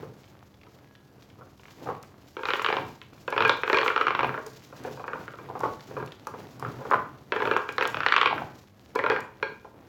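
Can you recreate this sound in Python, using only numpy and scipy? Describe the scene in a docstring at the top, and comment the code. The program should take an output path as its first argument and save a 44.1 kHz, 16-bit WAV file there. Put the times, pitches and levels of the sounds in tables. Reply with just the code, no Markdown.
"""Stirring batter in a glass bowl

A wooden spoon stirs thick batter in a fluted glass bowl on a stone counter in a kitchen.
Dragged along the wall, it knocks from rib to rib: short falling wood tones set the modes of the glass ringing.
The batter slops as lumpy filtered noise, and air pockets burst in it as rising pops and faint steady clicks.
A thin plastic glove crackles in clumps of tiny clicks. The kitchen echoes through feedback delays,
over a faint hush of noise, a hum and a thin whistle that comes and goes."""
import sys
import numpy as np
from scipy import signal
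from scipy.fft import rfft, irfft, next_fast_len
from scipy.io import wavfile

SR = 44100
rng = np.random.default_rng(int(sys.argv[2]) if len(sys.argv) > 2 else 0)


def gain_from_db(level_db):
    """Convert decibel levels to linear amplitude factors (20 dB per decade)."""
    decades = np.asarray(level_db, float) / 20
    return 10 ** decades


def dump(signal):
    """Clip the signal to [-1, 1] and save it as 16-bit WAV at the path in sys.argv[1]."""
    limited = np.clip(np.atleast_2d(signal).T, -1, 1)
    pcm = np.round(limited * 32767).astype(np.int16)
    wavfile.write(sys.argv[1], SR, pcm)


N = 435708  # length of the scene in samples

# Spoon on glass, mostly a blow on a rib and a quick second touch:
# (time [s], relative level [dB], pitch the wood settles to [Hz])
SPOON_KNOCKS = [(0.0302,-44.5,1080),(0.636,-56,1170),(0.667,-54,1130),(1.386,-51,1120),(1.4105,-42.5,1236),(1.5962,-43,890),(1.655,-38,1670),(1.6823,-40,1080),
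                (1.8617,-31.5,740),(1.872,-23.5,1018),(1.8883,-19,978),(1.901,-26,901),(2.035,-36,1190),
                (2.3677,-26.5,1020),(2.393,-33,1060),(2.434,-22.5,1140),(2.4546,-14,1280),(2.4867,-12,1340),(2.505,-10,1400),
                (2.5356,-10.5,1480),(2.5566,-16,1030),(2.5954,-17.5,1190),(2.6176,-18.5,1020),(2.6462,-10,1060),(2.6626,-10,1115),
                (2.6872,-12,1130),(2.7018,-13,870),(2.7263,-10,940),(2.7395,-16.5,954),(2.7678,-14.5,893),(2.785,-18,880),(3.016,-30.5,2940),(3.178,-45,1100),
                (3.2791,-20,1076),(3.3254,-18,904),(3.364,-17.5,1010),(3.3786,-7.5,1002),(3.4058,-10.5,1280),(3.423,-9.5,1190),
                (3.45,-10,1245),(3.4698,-15,1010),(3.495,-4.5,1040),(3.514,-29,1060),
                (3.6345,-11.5,1400),(3.678,-15,1370),(3.6989,-7.5,1500),(3.73,-7.5,1570),(3.745,-13,1150),(3.772,-11,2300),
                (3.7864,-8.5,2330),(3.814,-12.5,1750),(3.8311,-11,1100),(3.8619,-11,1190),(3.8798,-6,2210),(3.9027,-11.5,1383),
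                (3.9622,-7.5,1270),(3.9777,-10.5,1260),(4.012,-8,1280),(4.039,-20,1290),(4.0685,-6.5,1250),(4.082,-7,1210),
                (4.1063,-8.5,1080),(4.15,-11,1040),(4.1919,-6,1000),(4.2065,-10,956),(4.231,-6.5,962),(4.245,-10,857),
                (4.293,-17,1450),(4.3426,-19,1416),(4.3774,-18,1350),(4.4626,-40,1650),
                (4.726,-37,1126),(4.8497,-24,730),(4.876,-29,530),(4.974,-32,980),(4.9963,-26,923),(5.0409,-23,1020),(5.08,-19.5,1350),
                (5.117,-35,1340),(5.133,-19.5,1320),(5.157,-29,820),(5.181,-49,1210),(5.212,-34.5,623),(5.28,-23,1415),(5.3367,-31.5,1340),(5.387,-35,1205),
                (5.4876,-33,900),(5.4986,-32,908),(5.5526,-26,982),(5.6042,-26,930),(5.634,-15,1015),(5.651,-21.5,1053),
                (5.91,-38,910),(5.9671,-23,1062),(6.0,-30,1030),(6.0264,-23,1025),(6.27,-19,1054),(6.3384,-28,1030),
                (6.597,-35,1060),(6.6254,-17,962),(6.6491,-20,1270),(6.789,-41.5,920),(6.809,-37.5,920),(6.852,-25.5,994),(6.901,-26,1120),(6.9131,-5,1030),
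                (6.921,-7.5,1203),(6.9356,-4.5,1020),(6.9427,-6,1254),(6.957,-34,1280),(6.9929,-25,1025),
                (7.3217,-9.5,1610),(7.337,-22,1060),(7.3625,-16.5,1030),(7.4027,-19,993),(7.4212,-16,1610),(7.454,-19.5,1350),
                (7.474,-17.5,1200),(7.5128,-11.5,1270),(7.5368,-19.5,970),(7.5647,-4.5,1088),(7.593,-19,1015),
                (7.69,-19,1380),(7.782,-11,1500),(7.81,-11.5,1515),(7.825,-9,1605),(7.8535,-11.5,1010),(7.9445,-15.5,1280),
                (7.97,-13,1350),(8.005,-10.5,1356),(8.0331,-14,1410),(8.0636,-3,1420),(8.0856,-11,1400),(8.123,-3,1410),
                (8.14,-6.5,1284),(8.164,-2.5,1340),(8.1808,-10,1020),(8.2139,-6,1154),(8.2307,-8.5,1000),(8.2586,-4,1057),
                (8.274,-10,1120),(8.3107,-14,874),(8.3278,-10,813),(8.38,-17,1424),(8.4193,-19.5,780),
                (8.951,-26.5,970),(8.9581,-15,995),(8.9905,-16.5,1900),(9.0393,-14,1430),(9.063,-13.5,1370),(9.1,-9,1550),
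                (9.117,-10,1046),(9.163,-12,1525),(9.1887,-18.5,970),(9.4276,-21,1055),(9.647,-39.5,933)]
# Strokes of the spoon; hard along the bare wall, soft under the batter: (start [s], length [s],
# low ring of the glass at both ends [dB], low ring in the middle [dB], hardness as upper partials [dB])
SPOON_STROKES = [(0, 2.22, 14, 5, -37), (1.52, 0.26, -6, -14, 1.5), (1.777, 0.19, 15, -1.5, -40),
                 (1.97, 0.3, -22, -31, 5.5), (2.295, 0.61, 6, -14, 1.5), (2.92, 0.57, -18, -16, 3.5),
                 (3.23, 1.3, 0, -16, 0), (3.556, 0.4, -15, -6.5, -2.5), (3.907, 0.41, -6.5, -15, -2),
                 (4.418, 0.17, 13, 7, -17), (4.62, 1.2, 4, -5, -16.5), (5.253, 0.36, -18, -0.5, -8),
                 (5.419, 0.26, 0, 3, -43), (5.82, 0.74, 16.5, -12.5, -16), (6.17, 0.54, -23, 2, -20),
                 (6.505, 0.41, -27, -5, -20), (6.767, 0.56, 10, -14, -26), (7.208, 0.44, -31, -0.5, -2.5),
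                 (7.627, 0.82, -6, -10, 2), (7.918, 0.46, -14.5, -17.5, 1), (8.782, 0.48, -27.5, -1.5, -6),
                 (9.3, 0.3, 0, -2.5, 11), (9.561, 0.63, 13.5, -2, -20)]
# Modes of the bowl, before the load shifts or shortens them: (frequency [Hz],
# relative level damped by its load [dB], time to fall 60 dB [s], relative level struck on the clean rim [dB])
BOWL_MODES = [(431.6, 4.5, 0.041, -0.5), (525.5, -1.5, 0.1, -18), (922, -4, 0.11, -18.5),
              (996, 7.5, 0.024, -8), (1400, 2.5, 0.023, -14), (1610, -3, 0.064, -1.5), (2270, -8, 0.04, -6),
              (2418, -2, 0.036, -3.5), (3300, -26, 0.084, -16), (4330, -25.5, 0.066, -18),
              (5380, -28.5, 0.05, -33)]
# The spoon meets the clean rim: (time [s], relative level [dB])
CLEAN_RIM_TAPS = [(3.451, -25.5), (3.745, -24), (8.9585, -37), (9.099, -29.5), (9.4271, -36)]
# The mass of batter heaves: (time [s], peak level [dB])
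BATTER_SURGES = [(0.02, -47), (1.43, -52), (1.9, -42), (2.82, -40.5), (3.42, -39), (3.77, -45.5),
                 (4.27, -34.5), (4.89, -41), (5.2, -42), (5.42, -45.5), (5.64, -39), (6.0, -39),
                 (6.4, -39.5), (6.68, -39), (6.94, -37), (7.48, -39.5), (7.95, -42), (8.38, -39),
                 (9.12, -41), (9.52, -48.5)]
# Tone colour of the batter: (frequency [Hz], relative level per Hz [dB])
BATTER_COLOUR = [(40, -14), (70, -16.5), (128, 5.5), (190, -7), (270, -1), (450, -6.5), (900, -12.5),
                 (1800, -20.5), (4000, -31), (8000, -40)]
# Pockets of air bursting in the batter: (time [s], level [dB], starting pitch [Hz])
AIR_POCKETS = [(0.2416, -43, 2290), (0.2783, -50, 3180), (0.542, -49, 3480), (0.614, -46, 2400),
               (0.634, -41, 2070), (0.666, -48, 2120), (0.8744, -53, 2060), (0.9527, -42.5, 1800),
               (1.3007, -41.5, 3300), (1.709, -44, 3060), (4.78, -41, 2590), (5.795, -40, 1720),
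               (5.8074, -36, 4350), (6.0756, -36, 2720), (6.121, -31.5, 3500), (6.386, -44, 2620),
               (6.4522, -50, 1740), (6.7675, -46, 1730), (6.867, -37, 1840)]
# The gloved hand shifts its grip: (time [s], peak level [dB])
GRIP_SHIFTS = [(0.1, -63), (1.2, -68), (1.72, -58.5), (1.95, -70), (2.58, -50.5), (2.85, -58.5),
               (3.47, -55), (3.85, -49.5), (4.55, -53.5), (4.93, -54), (5.2, -59.5), (5.83, -54.5),
               (6.4, -61.5), (6.8, -58), (7.45, -57.5), (7.9, -53.5), (8.55, -59.5), (9.1, -71)]
# Glove creases snapping: (time [s], relative level [dB])
CREASE_SNAPS = [(2.028, -42), (2.6218, -37.5), (2.637, -59), (3.303, -40.5), (3.479, -37), (4.4645, -37),
                (4.8373, -44), (5.5926, -44.5), (5.605, -42), (6.061, -45.5), (6.27, -36), (6.5965, -41),
                (6.9061, -42.5), (7.5693, -40), (7.724, -43.5), (7.8747, -30.5), (7.901, -45.5),
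                (7.9175, -48.5), (8.9535, -37.5), (9.205, -41)]
# Tone colour of the glove's crackle: (frequency [Hz], relative level per Hz [dB])
GLOVE_COLOUR = [(2000, -2), (4500, 0.5), (7000, 0), (9000, -9), (12000, -8.5), (16000, -10.5)]
# Tone colour of the room's hush: (frequency [Hz], relative level per Hz [dB])
ROOM_COLOUR = [(18, -51.5), (30, -12.5), (43, 0.5), (103, 12), (189, -33), (239, -33.5), (345, -13.5),
               (702, -30.5), (3580, -28.5), (6900, -28.5), (8520, -25), (14800, -27), (16000, -78.5)]
# Appliance tone: (frequency [Hz], usual rms level [dB])
APPLIANCE_HUM = [(199.5, -66)]
# A faint thin whistle comes and goes: (time [s], peak level [dB])
WHISTLE_SWELLS = [(0.92, -65), (1.1, -73), (2.15, -75), (3.1, -76), (8.85, -74)]

# Late in a stroke (share of its length) the spoon slides under the batter and softens
SINK_FROM, SINK_DB = 0.76, -13
# A second touch follows within this time; factor on the low ring in dB, change of hardness
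SECOND_TOUCH_S, SECOND_SMOTHER, SECOND_HARDNESS_DB = 0.0212, 1.47, -0.5
HARDNESS_SPREAD_DB = 2.0
# A knock starts sharp by this share of its pitch, then settles; its upper partial fades sooner
CHIRP, CHIRP_S, UPPER_T60_S = 0.24, 0.0007, 0.0093
# After a blow the spoon skids on in tiny slips
JUDDER_DB, JUDDER_T60_S, JUDDER_PER_S = -11, 0.11, 2500
# Batter squeezed off the blade, starting at the pitch of the knock
SLAP_DB, SLAP_T60_S, SLAP_WIDTH_HZ = 17.5, 0.083, 194
# In soft strokes the lowest ring sits higher, by at most this share of its pitch
SOFT_LIFT = 0.1
# The rim rings on faintly after a blow: level, factor on the ring time, unsteadiness
LINGER_DB, LINGER_LONGER, LINGER_WAVER_DB = -16, 3.86, 5.5
RIM_T60_S, RIM_WAVER_DB = 0.26, 5.0
SURGE_RISE_DB_PER_S, SURGE_FALL_DB_PER_S, STILL_DB = 95.5, 85, -57
POCKET_SPREAD_DB = 3.0
GRIP_RISE_DB_PER_S, GRIP_FALL_DB_PER_S, SLACK_DB = 43, 45.5, -71
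# The echo lasts this long in the bass and less above the cut
KITCHEN_T60_S, WALL_CUT_HZ, KITCHEN_DB = 0.37, 5800, -17.5
ROOM_HUSH_DB = -62
WHISTLE_HZ, WHISTLE_FADE_DB_PER_S, WHISTLE_REST_DB = 1663, 70, -88
OVERLOAD = 0.9  # the loudest peaks are rounded towards this height


def rms_one(x):
    """Scale to unit rms."""
    return x / np.sqrt(np.mean(x ** 2) + 1e-20)


def drift(corner_hz):
    """Slow chance of spread 1: noise at every 40th sample through two equal low-passes in a row."""
    r = np.exp(-80 * np.pi * corner_hz / SR)
    noise = rng.standard_normal(N // 40 + 2002)
    slow = signal.lfilter([1], [1, -2 * r, r * r], noise)[2000:]  # skip the start-up
    return np.interp(np.arange(N) / 40, np.arange(len(slow)), rms_one(slow))


def colour(x, spectrum):
    """Give a signal a spectrum drawn on a log-frequency axis; rms 1."""
    size = next_fast_len(N)
    hz, level_db = np.transpose(spectrum)
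    grid = np.arange(1, size // 2 + 2) * SR / size
    gain = gain_from_db(np.interp(np.log(grid), np.log(hz), level_db))
    return rms_one(irfft(rfft(x, size) * gain, size)[:N])


def band(x, order, low_hz, high_hz):
    """Keep only the sound around and between two frequencies."""
    return signal.sosfilt(signal.butter(order, [low_hz, high_hz], "band", fs=SR, output="sos"), x)


def grains(per_s, spread_db):
    """Random clicks with a long-tailed spread of sizes."""
    sizes = gain_from_db(spread_db * np.minimum(rng.exponential(1, N), 5)) * rng.choice([-1, 1], N)
    return sizes * (rng.random(N) < per_s / SR)


def ring(clicks, hz, t60):
    """A unit click sets a fading sine ringing, of height 1 at the start."""
    r, w = gain_from_db(-60 / (t60 * SR)), 2 * np.pi * hz / SR
    return signal.lfilter([0, np.sin(w)], [1, -2 * r * np.cos(w), r * r], clicks + 1e-18)


def add(out, times, bursts):
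    """Lay one short burst at each time."""
    for s, burst in zip(times, bursts):
        i = int(s * SR)
        out[i:i + len(burst)] += burst[:N - i]
    return out


def swells(rows, rise_db_per_s, fall_db_per_s, rest_db):
    """Level in dB of swells that climb to their peaks and fall away at set rates, added in power."""
    s, peak_db = np.transpose(rows)[:, :, None]
    t = np.arange(0, N + 64, 64) / SR
    slope_db = np.maximum(rise_db_per_s * (s - t), fall_db_per_s * (t - s))
    power = gain_from_db(peak_db - slope_db) ** 2
    level_db = 10 * np.log10(power.sum(axis=0) + gain_from_db(rest_db) ** 2)
    return np.interp(np.arange(N) / SR, t, level_db)


def knocks():
    """Each knock: a few cycles of wood, a tick and a skid of contact, the ringing glass and wet batter."""
    s, level_db, hz = np.transpose(SPOON_KNOCKS)[:, :, None]
    low_db, hard_db = contact(s[:, 0])
    t = np.arange(3072) / SR
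    taper = np.cos(np.pi * t / t[-1] / 2)
    cycle = hz * (t + CHIRP * CHIRP_S * (1 - np.exp(-t / CHIRP_S)))
    build = 1 - np.exp(-cycle / 2)  # wet sounds gather over about two cycles
    noise = rng.standard_normal((len(s), len(t)))
    slips = (rng.random(noise.shape) < JUDDER_PER_S / SR) * np.sqrt(SR / JUDDER_PER_S) * noise

    tick = band(gain_from_db(hard_db - 13 - 60 * t / 0.009) * noise, 3, 1700, 3800)
    judder = gain_from_db(0.64 * hard_db + JUDDER_DB - 60 * t / JUDDER_T60_S) * taper * slips
    judder = band(judder, 4, 1000, 2900)
    glass, rim = bowl_ring(s, level_db, low_db, hard_db, t)
    glass = glass * taper * (1 - np.exp(-t / 0.00035))  # the wall takes up the blow

    # Soft blows land under the batter: a plop of noise replaces part of the ring
    wet = 1 / (6.0 + np.exp((hard_db - 0.5) / 6.5))
    plop = band(gain_from_db(low_db + 16.0 - 60 * t / 0.16) * build * noise[::-1], 2, 280, 900)
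    lumpy_slips = slips[::-1] * (np.abs(noise) > 0.8)
    slap = batter_slap(low_db, hard_db, cycle, t, lumpy_slips) * build * taper

    blow = gain_from_db(7.0) * (wood(hz, hard_db, cycle, t) + tick) + judder
    blow = blow + (1 - wet) * glass + wet * plop + slap
    out = add(rim * gain_from_db(LINGER_WAVER_DB * drift(37.0)), s[:, 0], gain_from_db(level_db) * blow)
    # Too small to radiate bass
    return signal.sosfilt(signal.butter(4, 260, "high", fs=SR, output="sos"), out)


def contact(s):
    """Low ring and hardness of each knock from its place in its stroke."""
    rows = np.array(SPOON_STROKES)
    stroke = np.maximum(np.searchsorted(rows[:, 0], s) - 1, 0)  # the last stroke begun
    start, length, ends_db, middle_db, hard_db = rows[stroke].T
    place = np.clip((s - start) / length, 0, 1)
    second = np.diff(s, prepend=-1) < SECOND_TOUCH_S
    low_db = ends_db + (middle_db - ends_db) * np.sin(np.pi * place)
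    low_db = low_db * np.where(second, SECOND_SMOTHER, 1)
    sunk = np.clip((place - SINK_FROM) * 10, 0, 1)
    hard_db = hard_db + SINK_DB * sunk + SECOND_HARDNESS_DB * second
    hard_db = hard_db + HARDNESS_SPREAD_DB * rng.standard_normal(len(s))
    return low_db[:, None], hard_db[:, None]


def wood(hz, hard_db, cycle, t):
    """The spoon's own tone dies in a few cycles; a hard blow adds more of its upper partial."""
    fade = (1 - np.exp(-cycle / 0.82)) * gain_from_db(-60 * cycle / 8.2)  # the contact takes a moment to build
    upper_hz = 2400 * (1 + 0.2 * rng.standard_normal(hz.shape))
    upper = np.sin(2 * np.pi * upper_hz * cycle / hz) * gain_from_db(-60 * t / UPPER_T60_S)
    return (np.sin(2 * np.pi * cycle) + gain_from_db(hard_db - 3) * upper) * fade


def bowl_ring(s, knock_db, low_db, hard_db, t):
    """Each blow rings the glass modes, which batter on the wall smothers, and the rim lingers faintly."""
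    freedom = gain_from_db(0.21 * low_db)  # a smothered low ring goes with a shorter ring of every mode
    glass, rim = 0, 0
    for k, (mode_hz, mode_db, t60, _) in enumerate(BOWL_MODES):
        high = 1 / (1 + (1500 / mode_hz) ** 2)  # upper modes need a hard blow
        share_db = high * (hard_db + 0.24 * low_db) + (1 - high) * low_db
        strength, shift = rng.standard_normal((2, len(s), 1))
        level_db = share_db - 5 + mode_db + 1.5 * strength
        # The moving load shifts the low and the smothered modes most
        sway = 1 + (0.033 * (1 - high) + 0.036 / freedom) * shift
        if k == 0:
            sway = sway + SOFT_LIFT / (1 + np.exp((hard_db + 13.5) / 2.2) / 1.5)
        tone = np.sin(2 * np.pi * mode_hz * sway * t)
        glass = glass + (-1) ** k * gain_from_db(level_db - 60 * t / (t60 * freedom)) * tone
        linger = gain_from_db(knock_db + level_db + LINGER_DB + 0.43 * low_db)
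        rim = rim + ring(add(np.zeros(N), s[:, 0], linger), mode_hz, LINGER_LONGER * t60)
    return glass, rim


def batter_slap(low_db, hard_db, cycle, t, lumpy_slips):
    """Batter squeezed off the blade: slow lumps of noise shake a tone that slides down."""
    coated = 1 / (0.5 + np.exp((hard_db + 2.5) / 13.0))  # a blade deep in batter slaps most
    lumps = signal.sosfilt(signal.butter(2, SLAP_WIDTH_HZ, fs=SR, output="sos"), lumpy_slips)
    fade = gain_from_db(SLAP_DB + 0.49 * low_db - 60 * t / SLAP_T60_S)
    return coated * fade * lumps * np.sin(2 * np.pi * cycle * (1 - 0.53 * t))


def rim_taps():
    """Undamped by batter, the glass rings long and unsteadily, clearest low and near 1.6 and 2.4 kHz."""
    s, level_db = np.transpose(CLEAN_RIM_TAPS)
    clicks = add(np.zeros(N), s, gain_from_db(level_db)[:, None])
    return sum(gain_from_db(rim_db + RIM_WAVER_DB * drift(45.0)) * ring(clicks, hz, RIM_T60_S)
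               for hz, _, _, rim_db in BOWL_MODES)


def batter(drag_db):
    """Lumpy, grainy noise of the heavy mass; its bass and its wet middle come and go apart."""
    slop = colour(grains(1500, 1.55), BATTER_COLOUR)
    bass = signal.sosfiltfilt(signal.butter(2, 190, fs=SR, output="sos"), slop)
    middle = slop - bass
    return gain_from_db(drag_db) * (bass * gain_from_db(2.64 * drift(2.7)) + middle * gain_from_db(2.0 * drift(3.9)))


def pockets(drag_db):
    """Air bursts: clear rising pops from the table, and faint random clicks of steady pitch, louder in a surge."""
    s, level_db, hz = np.transpose(AIR_POCKETS)[:, :, None]
    t = np.arange(512) / SR
    pops = gain_from_db(level_db - 60 * hz * t / 17.0) * np.sin(2 * np.pi * hz * t * (1 + 8 * t))
    spray = gain_from_db(level_db - 2.5 - 60 * t / 0.036) * rng.standard_normal((len(s), len(t)))
    pops = pops + band(spray, 2, 1000, 4000)  # the film tears
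    clicks = sum(ring(grains(4.5, POCKET_SPREAD_DB), click_hz, 3.3 / click_hz)
                 for click_hz in np.geomspace(1100, 3600, 3))
    return add(gain_from_db(-33 + 0.17 * drag_db) * clicks, s[:, 0], pops)


def glove(rustle_db):
    """Dense clumped crackle of the film, and sharper snaps of single creases."""
    s, level_db = np.transpose(CREASE_SNAPS)[:, :, None]
    t = np.arange(512) / SR
    snaps = gain_from_db(level_db + 7 - 60 * t / 0.02) * rng.standard_normal((len(s), len(t)))
    snaps = band(add(np.zeros(N), s[:, 0], snaps), 1, 4500, 9000)
    crackle = grains(2500 * gain_from_db(8.3 * drift(29)), 1.7)
    return snaps + gain_from_db(rustle_db) * colour(crackle, GLOVE_COLOUR)


def kitchen(x):
    """Twelve feedback delays, duller on every round, then all-passes that thicken the echoes."""
    size = next_fast_len(N + SR)
    w = 2 * np.pi * np.arange(size // 2 + 1) / size
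    t60 = KITCHEN_T60_S / (1 + (w * SR / (2 * np.pi * WALL_CUT_HZ)) ** 2) ** 0.33
    response = 0
    for k, lag in enumerate((rng.uniform(0.006, 0.039, 12) * SR).astype(int)):
        turn = gain_from_db(-60 * lag / SR / t60) * np.exp(-1j * w * lag)  # one trip round the delay
        response = response + (-1) ** k * turn / (1 - turn)
    for lag in (47, 113, 211):
        delay = np.exp(-1j * w * lag)
        response = response * (delay - 0.6) / (1 - 0.6 * delay)
    return irfft(rfft(x, size) * response, size)[:N]


def room_tone():
    """Steady hush with a wavering appliance tone and a thin whistle."""
    t = np.arange(N) / SR
    hum = sum(gain_from_db(level_db + 1.0 * drift(0.57)) * np.sqrt(2) * np.sin(2 * np.pi * hz * t)
              for hz, level_db in APPLIANCE_HUM)
    whistle_db = swells(WHISTLE_SWELLS, WHISTLE_FADE_DB_PER_S, WHISTLE_FADE_DB_PER_S, WHISTLE_REST_DB)
    whistle = gain_from_db(whistle_db) * np.sin(2 * np.pi * WHISTLE_HZ * t)
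    hush = gain_from_db(ROOM_HUSH_DB) * colour(rng.standard_normal(N), ROOM_COLOUR)
    return hush + hum + whistle


def scene():
    """Bowl and hand close by, the kitchen answering."""
    drag_db = swells(BATTER_SURGES, SURGE_RISE_DB_PER_S, SURGE_FALL_DB_PER_S, STILL_DB)
    rustle_db = swells(GRIP_SHIFTS, GRIP_RISE_DB_PER_S, GRIP_FALL_DB_PER_S, SLACK_DB)
    near = knocks() + rim_taps() + glove(rustle_db) + pockets(drag_db)
    echo = gain_from_db(KITCHEN_DB) * kitchen(near)
    return (near + echo + batter(drag_db) + room_tone())[None]


def roll_off(x):
    """The treble ends steeply here."""
    return signal.sosfilt(signal.butter(12, 16820, fs=SR, output="sos"), x)


def record(dry):
    """A small microphone rounds peaks, loses deep bass and dips around 9 kHz."""
    rounded = OVERLOAD * np.tanh(dry / OVERLOAD)
    thin = signal.sosfilt(signal.butter(3, 45, "high", fs=SR, output="sos"), rounded)
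    b, a = signal.iirnotch(9000, 1.5, fs=SR)
    mix = thin + 0.6 * (signal.lfilter(b, a, thin) - thin)  # only part of the notch: a dip
    return roll_off(mix)


dry = scene()
out = record(dry)
dump(out)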